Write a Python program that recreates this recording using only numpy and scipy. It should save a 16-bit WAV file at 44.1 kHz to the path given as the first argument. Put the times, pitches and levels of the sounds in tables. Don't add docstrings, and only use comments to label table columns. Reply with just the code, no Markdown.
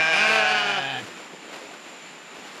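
import sys
import numpy as np
from scipy import signal
from scipy.fft import rfft, irfft, next_fast_len
from scipy.io import wavfile
from scipy.ndimage import uniform_filter1d, map_coordinates

SR = 44100
rng = np.random.default_rng(int(sys.argv[2]) if len(sys.argv) > 2 else 0)


def file_out(sig):
    cols = np.atleast_2d(sig).T
    lim = np.clip(cols, -1, 1)
    pcm = np.round(lim * 32767).astype(np.int16)
    wavfile.write(sys.argv[1], SR, pcm)


N = 114660


def amp(db):
    return 10 ** (np.asarray(db) / 20)


def unit(x):
    return x / np.sqrt(np.mean(x ** 2) + 1e-20)


def wobble(rate):
    points = rng.standard_normal(int(N * rate / SR) + 4)
    return map_coordinates(points, [np.arange(N) * rate / SR])


def filtered(x, response):
    padded = next_fast_len(N + SR // 2)
    spectrum = rfft(x, padded) * response(np.fft.rfftfreq(padded, 1 / SR))
    return irfft(spectrum, padded)[..., :N]


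def coloured(x, points):
    point_hz, point_db = np.transpose(points)

    def response(hz):
        return amp(np.interp(np.log(hz + 1), np.log(point_hz + 1), point_db))
    return unit(filtered(x, response))


def patchy(patchy_db):
    z = signal.stft(rng.standard_normal(N), nperseg=512)[2]
    field = uniform_filter1d(rng.standard_normal(z.shape), 6, 0)
    field = uniform_filter1d(field, 10, 1)
    return signal.istft(z * amp(patchy_db * unit(field)), nperseg=512)[1][:N]


def throat_response(resonances, along, at, f):
    flutter_db, flutter_rate = .6, 25
    tract = 0
    for k, (hz, width, db) in enumerate(resonances):
        steps = np.linspace(0, 1, len(hz))
        centre = np.interp(along, steps, hz)
        gain = amp(np.interp(along, steps, db))
        gain = gain * amp(flutter_db * wobble(flutter_rate)[(at * SR).astype(int)])
        ring = 1j * f * width / (centre * centre - f * f + 1j * f * width)
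        tract = tract + (-1) ** k * gain * ring
    return tract


def bleat(rows, resonances, jitter, shimmer_db, tremor, lag_s, rasp_start, rasp_end):
    size = 1536
    tremor_rate = 40
    rasp_s, rasp_above_hz = .009, 500
    lag_hz = 3000

    s, pitch, level_db, bright_db = np.transpose(rows)
    t = np.arange(s[0], s[-1], 1 / SR)
    cycles = np.cumsum(np.interp(t, s, pitch)) / SR + tremor * wobble(tremor_rate)[:len(t)]

    luck = rng.standard_normal((int(cycles[-1]), size + 2))
    at = np.interp(np.arange(len(luck)) + .5 + jitter * luck[:, 0], cycles, t)[:, None]
    along = (at - s[0]) / (s[-1] - s[0])
    f = np.fft.rfftfreq(size, 1 / SR)

    tract = throat_response(resonances, along, at, f)
    power = np.mean(abs(tract) ** 2, 1, keepdims=True) * np.interp(at, s, pitch) / SR
    tract = tract / np.sqrt(power) * amp(np.interp(at, s, bright_db) * np.log2(1 + f / 500))

    puff = luck[:, 2:] * np.exp(-np.arange(size) / (rasp_s * SR))
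    puff = puff / np.linalg.norm(puff, axis=1, keepdims=True)
    rasp = np.interp(along, [0, 1], [rasp_start, rasp_end]) * f * f / (f * f + rasp_above_hz ** 2)
    source = np.sqrt(1 - rasp) + np.sqrt(rasp) * rfft(puff)

    start = np.floor(at * SR) - size // 8
    delay = at - start / SR + lag_s * along ** 2 * f / (2 * lag_hz)
    pulses = irfft(tract * source * np.exp(-2j * np.pi * f * delay))
    pulses = pulses * amp(np.interp(at, s, level_db) + shimmer_db * luck[:, 1:2])

    where = (start + np.arange(size) + size).astype(int)
    return np.bincount(where.ravel(), pulses.ravel(), N + 2 * size)[size:size + N]


def deep_sheep():
    # (time_s, pitch_hz, level_db before the tilt, brightness in dB per octave)
    call = [(-.03, 155, -20, 0), (.03, 159.5, -21, 0), (.12, 160.2, -22, 0), (.18, 158.2, -22, 0),
            (.31, 156.8, -24, 0), (.38, 152.3, -24, 0), (.45, 150, -24, 0), (.52, 149.3, -25, 0),
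            (.57, 146.4, -26, 0), (.63, 145.4, -28, 0), (.71, 141.6, -28, 0), (.75, 138.9, -29, 0),
            (.86, 136.6, -29, 0), (.92, 133.6, -30, 0), (.97, 126, -31, 0), (.988, 125, -33, 0),
            (1.003, 124, -35, -5), (1.02, 121, -32, -13), (1.035, 112, -27, -14), (1.05, 104, -31, -18),
            (1.062, 104, -60, -18)]
    # (pitch_hz at even steps through the call, width_hz, level_db at the same steps)
    resonances = [([170, 157, 142, 140, 126], 134, [-14.5, -20, -19, -14.5, -9]),
                  ([712, 707, 762, 758, 765], 78, [-0.5, 2, 4.5, 1, -3]), ([1120, 1240, 1440, 1440, 1380],
                  150, [-9.5, -7.5, -5.5, -9.5, -13]), ([1607, 1587, 1680, 1632, 1765],
                  69, [2, 2, 2.2, 0.31, 0]), ([2383, 2400, 2480, 2500, 2480], 100, [2.5, 2.5, -1, -4, -4]),
                  ([2910, 2900, 2950, 3030, 3100], 190, [-7.5, -5.5, -5.5, -5, -6]),
                  ([3700, 3560, 3600, 3650, 3650], 530, [-17.5, -14, -18, -15.5, -15.5]),
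                  ([5360, 5020, 5170, 5000, 4380], 330, [-17.5, -13.5, -21, -19, -31]),
                  ([6550, 6300, 6260, 6600, 7000], 1260, [-31.5, -22, -24, -38, -37]),
                  ([9700, 9600, 9400, 8000, 6500], 420, [-38, -35, -47, -38, -48])]
    return bleat(call, resonances, jitter=.004, shimmer_db=.5, tremor=.032, lag_s=.002,
                 rasp_start=.24, rasp_end=.34)


def high_sheep():
    # (time_s, pitch_hz, level_db before the tilt, brightness in dB per octave)
    call = [(.05, 154.4, -68, -19), (.085, 162.6, -46, -17), (.13, 178.1, -33, 3.5), (.165, 196.6, -29, 3),
            (.2, 210.1, -25, 1.5), (.26, 215.4, -25, 1.5), (.345, 221.5, -22, 0.5),
            (.39, 217.1, -22.5, 0.5), (.445, 212.5, -23, -1), (.49, 214.7, -27, 1.5),
            (.545, 211.2, -21.5, -1), (.585, 209.5, -23, 0), (.64, 204.3, -24.5, -1),
            (.68, 203.9, -23.5, -1), (.72, 201, -25, -0.5), (.76, 196.6, -30, 0.5),
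            (.79, 185.8, -22.5, -1.5), (.81, 181, -25, -22), (.835, 163, -62, 20)]
    # (pitch_hz at even steps through the call, width_hz, level_db at the same steps)
    resonances = [([195, 215, 242.5, 250], 350, [-4, -12.5, -19, -5.5]), ([440, 450, 390, 342],
                  216, [-6.5, -6.5, -10.5, -1]), ([695, 618, 726, 783], 62, [2.5, -0.5, -8, 8]),
                  ([1110, 1100, 1130, 1120], 150, [-7.5, -4.5, -9, -8]), ([1390, 1514, 1510, 1430],
                  119, [0.5, 1.5, -2, 3]), ([2320, 2505, 2424, 2380], 128, [4, 3.5, -1.5, 1]),
                  ([2830, 2790, 2900, 2980], 94, [-0.75, -1.8, 0.14, 2]), ([3220, 2980, 3040, 3570],
                  730, [-12, -16, -15, -12]), ([5270, 4600, 4690, 4500], 456, [-16.5, -16, -15, -13]),
                  ([6230, 5850, 6150, 6500], 1230, [-30, -30, -28, -23]), ([10200, 10800, 9000, 7950],
                  500, [-27, -44, -54, -60])]
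    return bleat(call, resonances, jitter=.0025, shimmer_db=.7, tremor=.012, lag_s=.0005,
                 rasp_start=.1, rasp_end=.1)


def soften_treble(x):
    shift_above_hz, shift_s = 4500, .0014
    step_hz, dull_hz = 500, 11500
    knots = rng.standard_normal(SR // step_hz)

    def path(f):
        delay = shift_s * map_coordinates(knots, [f / step_hz]) / (1 + (shift_above_hz / (f + 1)) ** 4)
        phase = -2j * np.pi * np.cumsum(delay) * f[1]
        return np.exp(phase) / (1 + (f / dull_hz) ** 8)
    return filtered(x, path)


def trees(x):
    fade_s, gap_s = .3, .008
    t = np.arange(SR // 2) / SR
    tail = rng.standard_normal(len(t)) * amp(-60 * t / fade_s) * (t > gap_s)
    return signal.fftconvolve(x, tail / np.linalg.norm(tail))[:N]


def rustle():
    # (peak_s, rise_s, fall_s, level_db, weight of the low crunch in dB)
    steps = [(.335, 0.016, 0.051, -32.5, -3), (1.02, 0.16, 0.074, -42.5, 1), (1.2, 0.17, 0.095, -47, 8),
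             (1.345, 0.02, 0.0057, -57, 21.5), (1.46, 0.061, 0.043, -59, 21),
             (1.55, 0.043, 0.059, -41, 4.5), (1.63, 0.025, 0.23, -52, 10), (1.74, .008, 0.0088, -46.5, 2),
             (1.88, 0.035, 0.083, -49, 1), (2.0, 0.03, 0.05, -57, -1), (2.38, 0.044, 0.031, -46, 6.5),
             (2.458, 0.037, 0.051, -44.5, 0), (2.58, 0.066, .05, -43.5, 2.5)]
    # (pitch_hz, relative level in dB per Hz)
    litter = [(100, -23.5), (300, 0), (700, -1), (2500, -3), (5000, -10), (9000, -21.5), (13000, -27),
              (15000, -47)]
    grains_per_s, grain_spread_db = 4000, 3
    t = np.arange(N) / SR
    grains = (rng.random(N) < grains_per_s / SR) * rng.standard_normal(N)
    grains = grains * amp(grain_spread_db * rng.standard_normal(N))
    crackle = coloured(unit(grains) + 0.39 * patchy(patchy_db=2.5), litter)
    low = filtered(crackle, lambda f: 1 / (1 + (f / 700) ** 4))
    out = np.zeros(N)
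    for s, rise, fall, db, low_db in steps:
        swell = np.exp(-((t - s) / np.where(t < s, rise, fall)) ** 2)
        out += amp(db) * swell * (crackle + (amp(low_db) - 1) * low)
    return out


def thuds_and_grunt():
    # (peak_s, pitch_hz, peak level_db)
    tones = [(.3, 473, -32), (.45, 89, -50), (0.561, 100, -51), (.96, 440, -42), (1.032, 210, -37),
             (1.169, 200, -46.5), (1.338, 184, -47), (1.619, 510, -42), (1.715, 700, -41),
             (1.741, 1500, -38), (2.335, 394, -45.5), (2.39, 80.5, -62)]
    longest_s, most_cycles = .013, 6.2
    t = np.arange(N) / SR
    out = np.zeros(N)
    for s, hz, db in tones:
        swell = np.exp(-((t - s) / min(longest_s, most_cycles / hz)) ** 2)
        out += amp(db) * swell * np.cos(2 * np.pi * hz * (t - s))
    return out


def insect():
    centre_hz, width_hz, level_db = 7163, 360, -55
    wing_hz, drift_hz, depth = 87, 5, .3

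    def band(f):
        return np.exp(-.5 * ((f - centre_hz) / (width_hz / 2)) ** 2)
    wing_cycles = np.cumsum(wing_hz + drift_hz * wobble(5.2)) / SR
    beat = 1 + depth * np.sin(2 * np.pi * wing_cycles)
    buzz = unit(beat * filtered(rng.standard_normal(N), band))
    return amp(level_db + 0.64 * wobble(5.5)) * buzz


def leaves():
    # (pitch_hz, relative level in dB per Hz)
    tone = [(24, -66), (40, -29), (98, -35), (165, -5), (258, -2.5), (789, -5), (1180, -5.5), (2600, -5.5),
            (6060, -20), (7210, -18), (7770, -25), (12200, -33), (15200, -72)]
    # (time_s, level_db)
    loudness = [(0, -38), (1.25, -43), (1.39, -43.5), (1.45, -43), (2.25, -42.5), (2.6, -43)]
    s, db = np.transpose(loudness)
    level_db = np.interp(np.arange(N) / SR, s, db) + 0.48 * wobble(8.54)
    return amp(level_db) * coloured(patchy(patchy_db=1.0), tone)


def side_hiss():
    # (pitch_hz, relative level in dB per Hz)
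    tone = [(24, -32), (40, 12), (1790, -10), (1980, -5), (3260, -9), (3780, 1), (6690, -2), (13400, -6),
            (15200, -26)]
    return amp(-73.5) * coloured(patchy(patchy_db=10.5), tone)


def side_wash(near):
    # (pitch_hz, relative level_db)
    tone = [(60, -30), (250, -10), (600, -33), (2500, -52.5), (5000, -5), (9000, -2), (13000, 14)]
    smeared = trees(near)
    return amp(-64.5) * coloured(smeared, tone)


def scene():
    sheep = soften_treble(deep_sheep() + high_sheep())
    near = sheep + rustle() + thuds_and_grunt()
    echoes = amp(-11) * trees(sheep)
    mid = near + echoes + insect() + leaves()
    side = side_hiss() + side_wash(near)
    return np.array([mid + side, mid - side])


def record(dry):
    low_cut_hz, roll_off_hz, top_hz = 27, 13900, 15500

    def response(hz):
        bass = (1j * hz / (low_cut_hz + 1j * hz)) ** 2
        return (hz < top_hz) * bass / (1 + (hz / roll_off_hz) ** 40)
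    return filtered(dry, response)


dry = scene()
out = record(dry)
file_out(out)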